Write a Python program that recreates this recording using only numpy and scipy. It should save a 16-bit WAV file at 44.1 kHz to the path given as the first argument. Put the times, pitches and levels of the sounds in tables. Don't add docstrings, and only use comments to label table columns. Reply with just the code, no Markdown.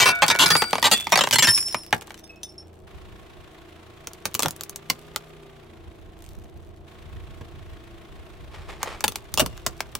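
import sys
import numpy as np
from scipy import signal
from scipy.io import wavfile
from scipy.ndimage import uniform_filter1d, minimum_filter1d

SR = 44100
rng = np.random.default_rng(int(sys.argv[2]) if len(sys.argv) > 2 else 0)


def wav_out(sig):
    wavfile.write(sys.argv[1], SR, np.round(np.clip(np.atleast_2d(sig).T, -1, 1) * 32767).astype(np.int16))


N = 440559
TIME = np.arange(N) / SR

# start_s, wheel_on_top_s, climb_extra_firings_per_s, calm_air_db
PASSES = [(0, 0.748, 0, -63), (2.87, 5.198, 3.5, -57), (6.867, 10.151, 3, -47)]
ENGINE_ORDERS = [-65, -62.5, -66, -62.5, -63.5, -69, -66.5, -65.5, -76.5, -73.5, -62, -61.5, -62.5, -68.5,
                 -72, -67.5, -68]
# centre_hz, half_width_hz, lift_db
EXHAUST_RESONANCES = [(85, 5, 9), (158, 10, 11), (403, 14, 7)]
# frequency_hz, density_db (per Hz)
BAY_SPECTRUM = [(25, -12), (110, -18.5), (200, -6), (270, -10.5), (350, 3), (430, -8), (540, -9),
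                (660, -0.5), (800, -7.5), (1050, -10), (1600, -15.5), (3600, -19.5), (4800, -28.5),
                (16000, -40.5)]
# peak_s, level_db
GUSTS = [(2.98, -42.5), (5.85, -43), (6.35, -41), (7.15, -36), (7.6, -42.5), (8.6, -40), (9.4, -38)]
# start_s, snap_db (rms over 10 ms), crumble_s, knock_db (relative to the snap)
CHINA_BURSTS = [(.001, -8, 0.055, -6.5), (0.0575, -10.5, 0.065, -3), (0.2212, -6.5, 0.02, 2),
                (0.2814, -12.5, 0.0024, -10.5), (0.3008, -13, 0.025, -4.5), (.394, -2, 0.057, -6.5),
                (.4599, -12.5, 0.0058, -11), (.5038, -5, 0.014, -5), (.566, -23, 0.0017, -9),
                (0.8268, -18, 0.0025, -2), (0.8417, -7.5, 0.043, -4.5), (.9138, -8, .033, -7.5),
                (1.1215, -8, 0.017, 2), (1.1569, -17, 0.0048, -2), (1.1749, -15, 0.0048, 1),
                (1.19, -21, .004, 1.5), (1.2092, -12, 0.009, -3.5), (1.238, -20.5, .003, -0.5),
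                (1.31, -21, 0.0023, -9), (1.327, -8.5, .02, -12.5), (1.3575, -15.5, .006, -7),
                (1.3848, -11, 0.013, -8.5), (1.424, -9.5, .033, -10), (1.472, -4, 0.014, -9),
                (1.5775, -26.5, 0.0022, -10.5), (2.1059, -44, 0.00041, 4.5), (2.143, -44.5, .001, -5),
                (2.4328, -39.5, .002, -15)]
# start_s, knock_db
PLATE_SLAPS = [(0.351, -25.5), (0.5526, -13), (.6205, -18), (0.6408, -30.5), (0.7306, -17), (0.7545, -23.5),
               (0.7822, -26), (1.0695, -25.5), (1.273, -23.5), (1.745, -21.5), (1.9275, -11.5),
               (2.0201, -43.5), (2.0782, -47)]
# frequency_hz, density_db (per Hz)
CHINA_SPECTRUM = [(60, -12.5), (150, -1.5), (400, -6.5), (650, -8.5), (900, -1), (1500, -9.5), (2800, -7.5),
                  (4500, -11), (8000, -15), (16000, -28)]
SHARD_MODES = { "plate": [(689, -12, .7), (930, -6, .3), (1348, -9, .6), (1464, 0, .8), (1695, -4, .25),
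               (1815, -7, .25), (2272, -2, .8), (3630, -12, .6)], "half": [(2277, -4, .3), (4651, 0, .45),
               (4969, -7, .25), (8263, -8, .5), (11130, -3, .3), (15560, -16, .3)],
               "wedge": [(2686, -12, .35), (3460, 0, .35), (4538, -5, .1), (7644, -2, .08),
               (10470, -15, .12)], "rim": [(2789, -2, .12), (2917, -2, .15), (3159, -3, .15), (7396, 0, .2),
               (14380, -10, .12)], "sliver": [(5362, 0, .35), (5599, -14, .25), (7397, -20, .3),
               (9782, -4, .3), (13453, -24, .4)], "flake": [(5420, 0, .14), (9800, -13, .12)],
               "strip": [(2573, 0, .25), (5400, -4, .1)], "chip": [(3591, -5, .15), (5410, 0, .16),
               (6099, -2, .12), (9566, -9, .15), (14896, -12, .1)]}
SHARD_TOUCHES = { "plate": [(.002, -28), (.06, -20), (.222, -30), (.301, -24), (.394, -18)],
                 "half": [(.46, -29), (.504, -19), (.566, -22.5), (.6045, -26.5), (.731, -33.5)],
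                 "wedge": [(.914, -19), (.943, -20), (1.3264, -27)], "rim": [(1.2085, -29), (1.3843, -16.5),
                 (1.428, -22.5), (1.472, -23.5)], "sliver": [(1.445, -19)], "flake": [(2.4887, -44),
                 (2.58, -34)], "chip": [(2.175, -51), (2.2378, -47.5), (2.431, -32)],
                 "strip": [(2.2932, -41.5), (2.361, -49)]}
# start_s, snap_db, knock_db (relative to the snap)
PLASTIC_SNAPS = [(4.072, -34, -8), (4.1336, -44, -15), (4.2549, -21, -6), (4.343, -29.5, -16),
                 (4.3505, -23.5, -11.5), (4.3934, -23, -5.5), (4.403, -30.5, -3), (4.4232, -26, -11),
                 (4.4317, -20, -9), (4.4591, -28, 3.5), (4.4833, -31, -5), (4.5082, -33.5, -32),
                 (4.5634, -44, -16), (4.6095, -32, -12), (4.6353, -35, -22), (4.6953, -35.5, -17),
                 (4.7599, -34, -16), (4.8999, -18, -5), (5.1611, -26.5, -4.5), (8.8302, -28, 1),
                 (9.0069, -36, -3.5), (9.0405, -17, -1.5), (9.08, -22, -13.5), (9.1212, -41, -6),
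                 (9.1576, -29.5, -7.5), (9.3403, -26.5, -16), (9.375, -14, -5.5), (9.3957, -11.5, -3.5),
                 (9.4617, -31.5, -3), (9.577, -48, -1.5), (9.6644, -20, -3.5), (9.8054, -29, -1),
                 (9.9522, -29.5, -7)]
# start_s, thump_db
TYRE_THUDS = [(4.448, -25), (7.41, -38), (9.416, -22.5), (9.458, -35)]
# frequency_hz, density_db (per Hz)
PLASTIC_SPECTRUM = [(60, 0.5), (150, 0.5), (400, -3), (600, -3.5), (1050, -0.5), (1800, -7), (3500, -7),
                    (6500, -6), (10000, -12), (16000, -14.5)]
# peak_s, level_db
FIGURE_PEELS = [(6.23, -56.5), (6.35, -64.5)]
# peak_s, level_db
SHELL_SHOVES = [(8.545, -42), (8.61, -47), (8.7, -37.5), (8.82, -38.5), (8.87, -32.5), (8.92, -36.5)]

IDLE_HZ = 28.2
OPENING_S, CLOSING_S = .68, .44
SAG_SHARE, SAG_AFTER_TOP_S, SAG_HALF_S = .28, .75, .3
FACING_DB, RECEDE_DB_PER_S = 5.5, 5.5
LANDING_S, LANDING_DB = 1.488, -9.5
FIRST_HOP_S, HOP_RATIO, HOP_LOSS_DB = .058, 0.98, 5.5
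SNAP_RUN_S, SNAP_RUN_SLOPE = 0.13, 1.523
CHINA_CRUMBS_DB, PLASTIC_CRUMBS_DB, SETTLE_DB_PER_S = -26, -37.5, 55.5
BAND_LIMIT_HZ = 16100


def amp(db):
    return 10 ** (np.asarray(db) / 20)


def evened(x):
    return x / np.sqrt(np.mean(x ** 2) + 1e-20)


def add(mix, s, sound):
    part = mix[:, max(round(s * SR), 0):][:, :sound.shape[1]]
    part += sound[:, :part.shape[1]]


def band(x, hz, kind, order=3):
    return signal.sosfilt(signal.butter(order, hz, kind, fs=SR, output="sos"), x)


def colour(x, points, size=2048):
    f, db = np.transpose(points)
    bin_hz = abs(np.fft.fftfreq(size, 1 / SR)) + 1
    log_gain = np.log(amp(np.interp(np.log(bin_hz), np.log(f), db)))
    response = np.exp(np.conj(signal.hilbert(log_gain)))
    taps = np.fft.ifft(response).real[:size // 2]
    return signal.fftconvolve(x, taps[None], axes=1)[:, :x.shape[1]]


def pair(size, side_db):
    mid, side = rng.standard_normal((2, size))
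    return evened(np.array([mid + amp(side_db) * side, mid - amp(side_db) * side]))


def drift(hz):
    knots = rng.standard_normal(1024)
    return evened(np.interp(TIME * hz, np.arange(len(knots)), knots))


def swells(rows, rise_db_per_s, fall_db_per_s):
    t = TIME[::64]
    peaks = [db - np.maximum((s - t) * rise_db_per_s, (t - s) * fall_db_per_s) for s, db in rows]
    return np.interp(TIME, t, np.max(peaks, 0))


def passing():
    start, top, climb, calm_db = np.transpose(PASSES)
    now = np.searchsorted(start, TIME, "right") - 1
    return TIME - top[now], climb[now], calm_db[now]


def firing_rate():
    since, climb, _ = passing()
    throttle = np.exp(-(since / np.where(since < 0, OPENING_S, CLOSING_S)) ** 2)
    sag = SAG_SHARE * np.exp(-((since - SAG_AFTER_TOP_S) / SAG_HALF_S) ** 2)
    return IDLE_HZ + climb * (throttle - sag)


def engine(waver_db=3.0, bay_db=-52, whine_db=-71, cylinders_db=(0, 1, 0, -5)):
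    firing = firing_rate() * (1 + .004 * drift(12))
    turns = np.cumsum(firing) / SR
    hum = np.zeros((2, N))
    for k, db in enumerate(ENGINE_ORDERS, 1):
        lift_db = sum(peak_db * np.exp(-((k * firing - hz) / width) ** 2)
                      for hz, width, peak_db in EXHAUST_RESONANCES)
        ear_phase = .3 * rng.standard_normal((2, 1))
        phase = 2 * np.pi * (k * turns + rng.random()) + ear_phase
        hum += np.sqrt(2) * amp(db + lift_db + waver_db * drift(8.2)) * np.sin(phase)
    whine = amp(whine_db) * np.sqrt(2) * np.sin(2 * np.pi * 38.7 * turns)

    cylinder = np.round(turns).astype(int) % len(cylinders_db)
    ticks = evened(1 + 1.3 * amp(cylinders_db)[cylinder] * np.cos(np.pi * turns) ** 8)
    bay = amp(bay_db) * evened(colour(pair(N, -3.5), BAY_SPECTRUM))
    low, high = band(bay, 770, "lowpass"), band(bay, 1300, "highpass")
    since, _, _ = passing()
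    treble_gain = amp(FACING_DB - RECEDE_DB_PER_S * np.maximum(since, 0))
    return hum + low + (high * ticks + whine) * treble_gain


def breeze(gust_db=3):
    air = [(10, -20), (35, -1.0), (80, -1), (130, -10), (250, -21), (1000, -66.5)]  # Hz, dB per Hz
    rumble = colour(pair(N, 0.075), air)
    _, _, calm_db = passing()
    wind_db = np.maximum(swells(GUSTS, rise_db_per_s=80, fall_db_per_s=21), calm_db)
    port_db = np.array([[-2], [0]])
    return evened(rumble) * amp(wind_db + gust_db * drift(26) + port_db)


def fracture(t, crumble_s, slips_per_s=900, later_db=-8):
    sizes = rng.choice([-1, 1], len(t)) * (.5 + rng.random(len(t)))
    fade = np.clip(2 * (1 - t / (crumble_s + 1e-6)), 0, 1)
    slips = amp(later_db) * sizes * fade * (rng.random(len(t)) < slips_per_s / SR)
    slips[0] = 1
    return slips


def splinters(t, t60, count=14):
    place, size, start, turn = rng.random((4, count, 1))
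    hz = 1500 * 9 ** place
    modes = size * amp(-60 * t / t60 * np.sqrt(hz / 4000))
    return np.array([(modes * np.sin(2 * np.pi * (hz * t + start) + ear * (turn - .5))).sum(0)
                     for ear in (-1, 1)])


def cracks(rows, spectrum, snap_t60, knock_t60, thump_t60, ring_t60, ring_db, spike_db, side_db, size=8192):
    t, out = np.arange(size) / SR, np.zeros((2, N))
    spike = amp(spike_db) * np.exp(-t / 0.0004)
    for s, snap_db, knock_db, thump_db, crumble_s in rows:
        slips = fracture(t, crumble_s)
        tilt_db = np.clip(.25 * (snap_db - knock_db - 3), -2, 3)
        timbre = [(hz, db + tilt_db * np.log2(max(hz / 2200, 1))) for hz, db in spectrum]

        shed = min(crumble_s / 0.0048, 1)
        snap = evened(pair(size, side_db) * (amp(-60 * t / snap_t60) + spike))
        snap = snap + shed * amp(ring_db) * evened(splinters(t, ring_t60))
        knock = pair(size, -18.0) * amp(-60 * t / knock_t60)
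        thump = pair(size, -7) * amp(-60 * t / thump_t60)
        parts = [(snap_db, band(colour(snap, timbre), 2200, "highpass")),
                 (knock_db, band(colour(knock, timbre), [480, 2200], "bandpass")),
                 (thump_db, band(colour(thump, timbre), [80, 480], "bandpass"))]
        for db, ring in parts:
            sound = signal.fftconvolve(ring, slips[None], axes=1)[:, :size]
            add(out, s, amp(db) * evened(sound) * np.sqrt(SR / 100 / size))
    return out


def china_breaks(burst_thump_db=-17, slap_snap_db=-7, slap_thump_db=-13, slap_s=.0015):
    bursts = [(s, db, db + knock_db, db + burst_thump_db, crumble_s)
              for s, db, crumble_s, knock_db in CHINA_BURSTS]
    slaps = [(s, db + slap_snap_db, db, db + slap_thump_db, slap_s) for s, db in PLATE_SLAPS]
    return bursts + slaps


def breaking_china():
    return cracks(china_breaks(), CHINA_SPECTRUM, snap_t60=.017, knock_t60=0.029, thump_t60=0.11,
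                  ring_t60=0.046, ring_db=-2, spike_db=2.5, side_db=-9.5)


def bounces(count=9):
    hops = FIRST_HOP_S * HOP_RATIO ** np.arange(count)
    return [(LANDING_S + hops[:k].sum(), LANDING_DB - HOP_LOSS_DB * k) for k in range(count)]


def clinks(uneven_db=2, pan_db=-1.5, port_turn=.55):
    out = np.zeros((2, N))
    t = np.arange(SR // 2) / SR
    for name, touches in SHARD_TOUCHES.items():
        touches = touches + (bounces() if name == "sliver" else [])
        hz, mode_db, t60 = np.transpose(SHARD_MODES[name])[:, :, None]
        next_times = [s for s, db in touches[1:]] + [N / SR]
        for (s, db), until in zip(touches, next_times):
            size, pan, turn, start = rng.standard_normal((4, len(hz), 1))
            rocking = rng.standard_normal((2, len(hz), len(t)))
            rock, shake = evened(uniform_filter1d(rocking, size=330))
            held = np.exp(-np.maximum(t - (until - s), 0) / 0.032) * (1 - np.exp(-t / .001))
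            modes = amp(db + mode_db + uneven_db * size - 60 * t / t60) * held * (1 + .3 * rock)
            phase = 2 * np.pi * (hz * t + start) + .35 * shake
            ears = [modes * amp(ear * pan_db * pan) * np.sin(phase + ear * port_turn * turn) for ear in (-1, 1)]
            add(out, s, np.array(ears).sum(1))
    return out


def grains(per_s, spread_db, t60, spectrum, side_db, count=12, size=1024):
    t, out = np.arange(size) / SR, np.zeros((2, N))
    strength = amp(spread_db * np.minimum(rng.exponential(1, N), 3))
    ticks = strength * (rng.random(N) < per_s / SR)
    contact = rng.integers(0, count, N)
    shapes = [pair(size, side_db) * amp(-60 * t / t60) for _ in range(count)]
    for at in np.flatnonzero(ticks):
        add(out, at / SR, ticks[at] * shapes[contact[at]])
    return evened(colour(out, spectrum))


def grit(rolling_db=-73):
    stones = [(200, -12), (1000, -3), (3500, 0), (8000, -4), (16000, -10)]  # Hz, dB per Hz
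    ticks = grains(170, 6.2, .008, stones, -4)
    china_crumbs = [(s, db + CHINA_CRUMBS_DB) for s, db, *_ in china_breaks()]
    plastic_crumbs = [(s, db + PLASTIC_CRUMBS_DB) for s, db, _ in PLASTIC_SNAPS]
    crumb_db = swells(china_crumbs + plastic_crumbs + FIGURE_PEELS,
                      rise_db_per_s=298.5, fall_db_per_s=SETTLE_DB_PER_S)
    return (amp(crumb_db) + amp(rolling_db)) * ticks


def plastic_breaks(snap_thump_db=-15, thud_snap_db=-20, thud_knock_db=-12, thud_s=0.014):
    snaps = [(s, db, db + knock_db, db + snap_thump_db, SNAP_RUN_S * amp(SNAP_RUN_SLOPE * db))
             for s, db, knock_db in PLASTIC_SNAPS]
    thuds = [(s, db + thud_snap_db, db + thud_knock_db, db, thud_s) for s, db in TYRE_THUDS]
    return snaps + thuds


def snapping_plastic():
    return cracks(plastic_breaks(), PLASTIC_SPECTRUM, snap_t60=.013, knock_t60=.022, thump_t60=.1,
                  ring_t60=0.014, ring_db=-6, spike_db=-7, side_db=-9)


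def scrape():
    push = amp(swells(SHELL_SHOVES, rise_db_per_s=500, fall_db_per_s=173))
    shell = [(150, -18.0), (400, 2), (750, 7), (1400, -0.5), (2200, 1.0),
             (4500, -10), (9000, -19.5), (16000, -33.5)]
    return push * grains(1200, 3.5, .022, shell, -10.5)


def underbody(x, wet_db=-11, bass_t60=0.15, treble_t60=0.065, far_db=-36, far_t60=0.95):
    t = np.arange(SR // 2) / SR
    taps = pair(len(t), -2) * (1 - np.exp(-np.maximum(t - .002, 0) / 0.0022))
    near_bass = band(taps, 1500, "lowpass") * amp(-8 - 60 * t / bass_t60)
    near_treble = band(taps, 1500, "highpass") * amp(-60 * t / treble_t60)
    near = near_bass + near_treble
    far = band(taps, 4000, "lowpass", order=1) * amp(-60 * t / far_t60)
    echo = (amp(wet_db) * evened(near) + amp(far_db) * evened(far)) / np.sqrt(len(t))
    return x + signal.fftconvolve(x, echo, axes=1)[:, :N]


def scene():
    breaking = amp(0.9) * breaking_china() + amp(2.1) * snapping_plastic()
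    under_car = underbody(breaking + grit() + scrape())
    return under_car + clinks() + engine() + breeze()


def record(dry):
    peak_db = 20 * np.log10(abs(dry).max(0) + 1e-9)
    fall = TIME * 1500
    held_db = np.maximum.accumulate(peak_db + fall) - fall
    over_db = np.maximum(held_db + 4.5, 0)
    limited = dry * amp(uniform_filter1d(minimum_filter1d(-over_db, size=9), size=9))
    low_pass = signal.firwin(301, BAND_LIMIT_HZ, window=("kaiser", 8), fs=SR)
    return signal.oaconvolve(limited, low_pass[None], "same")


dry = scene()
out = record(dry)
wav_out(out)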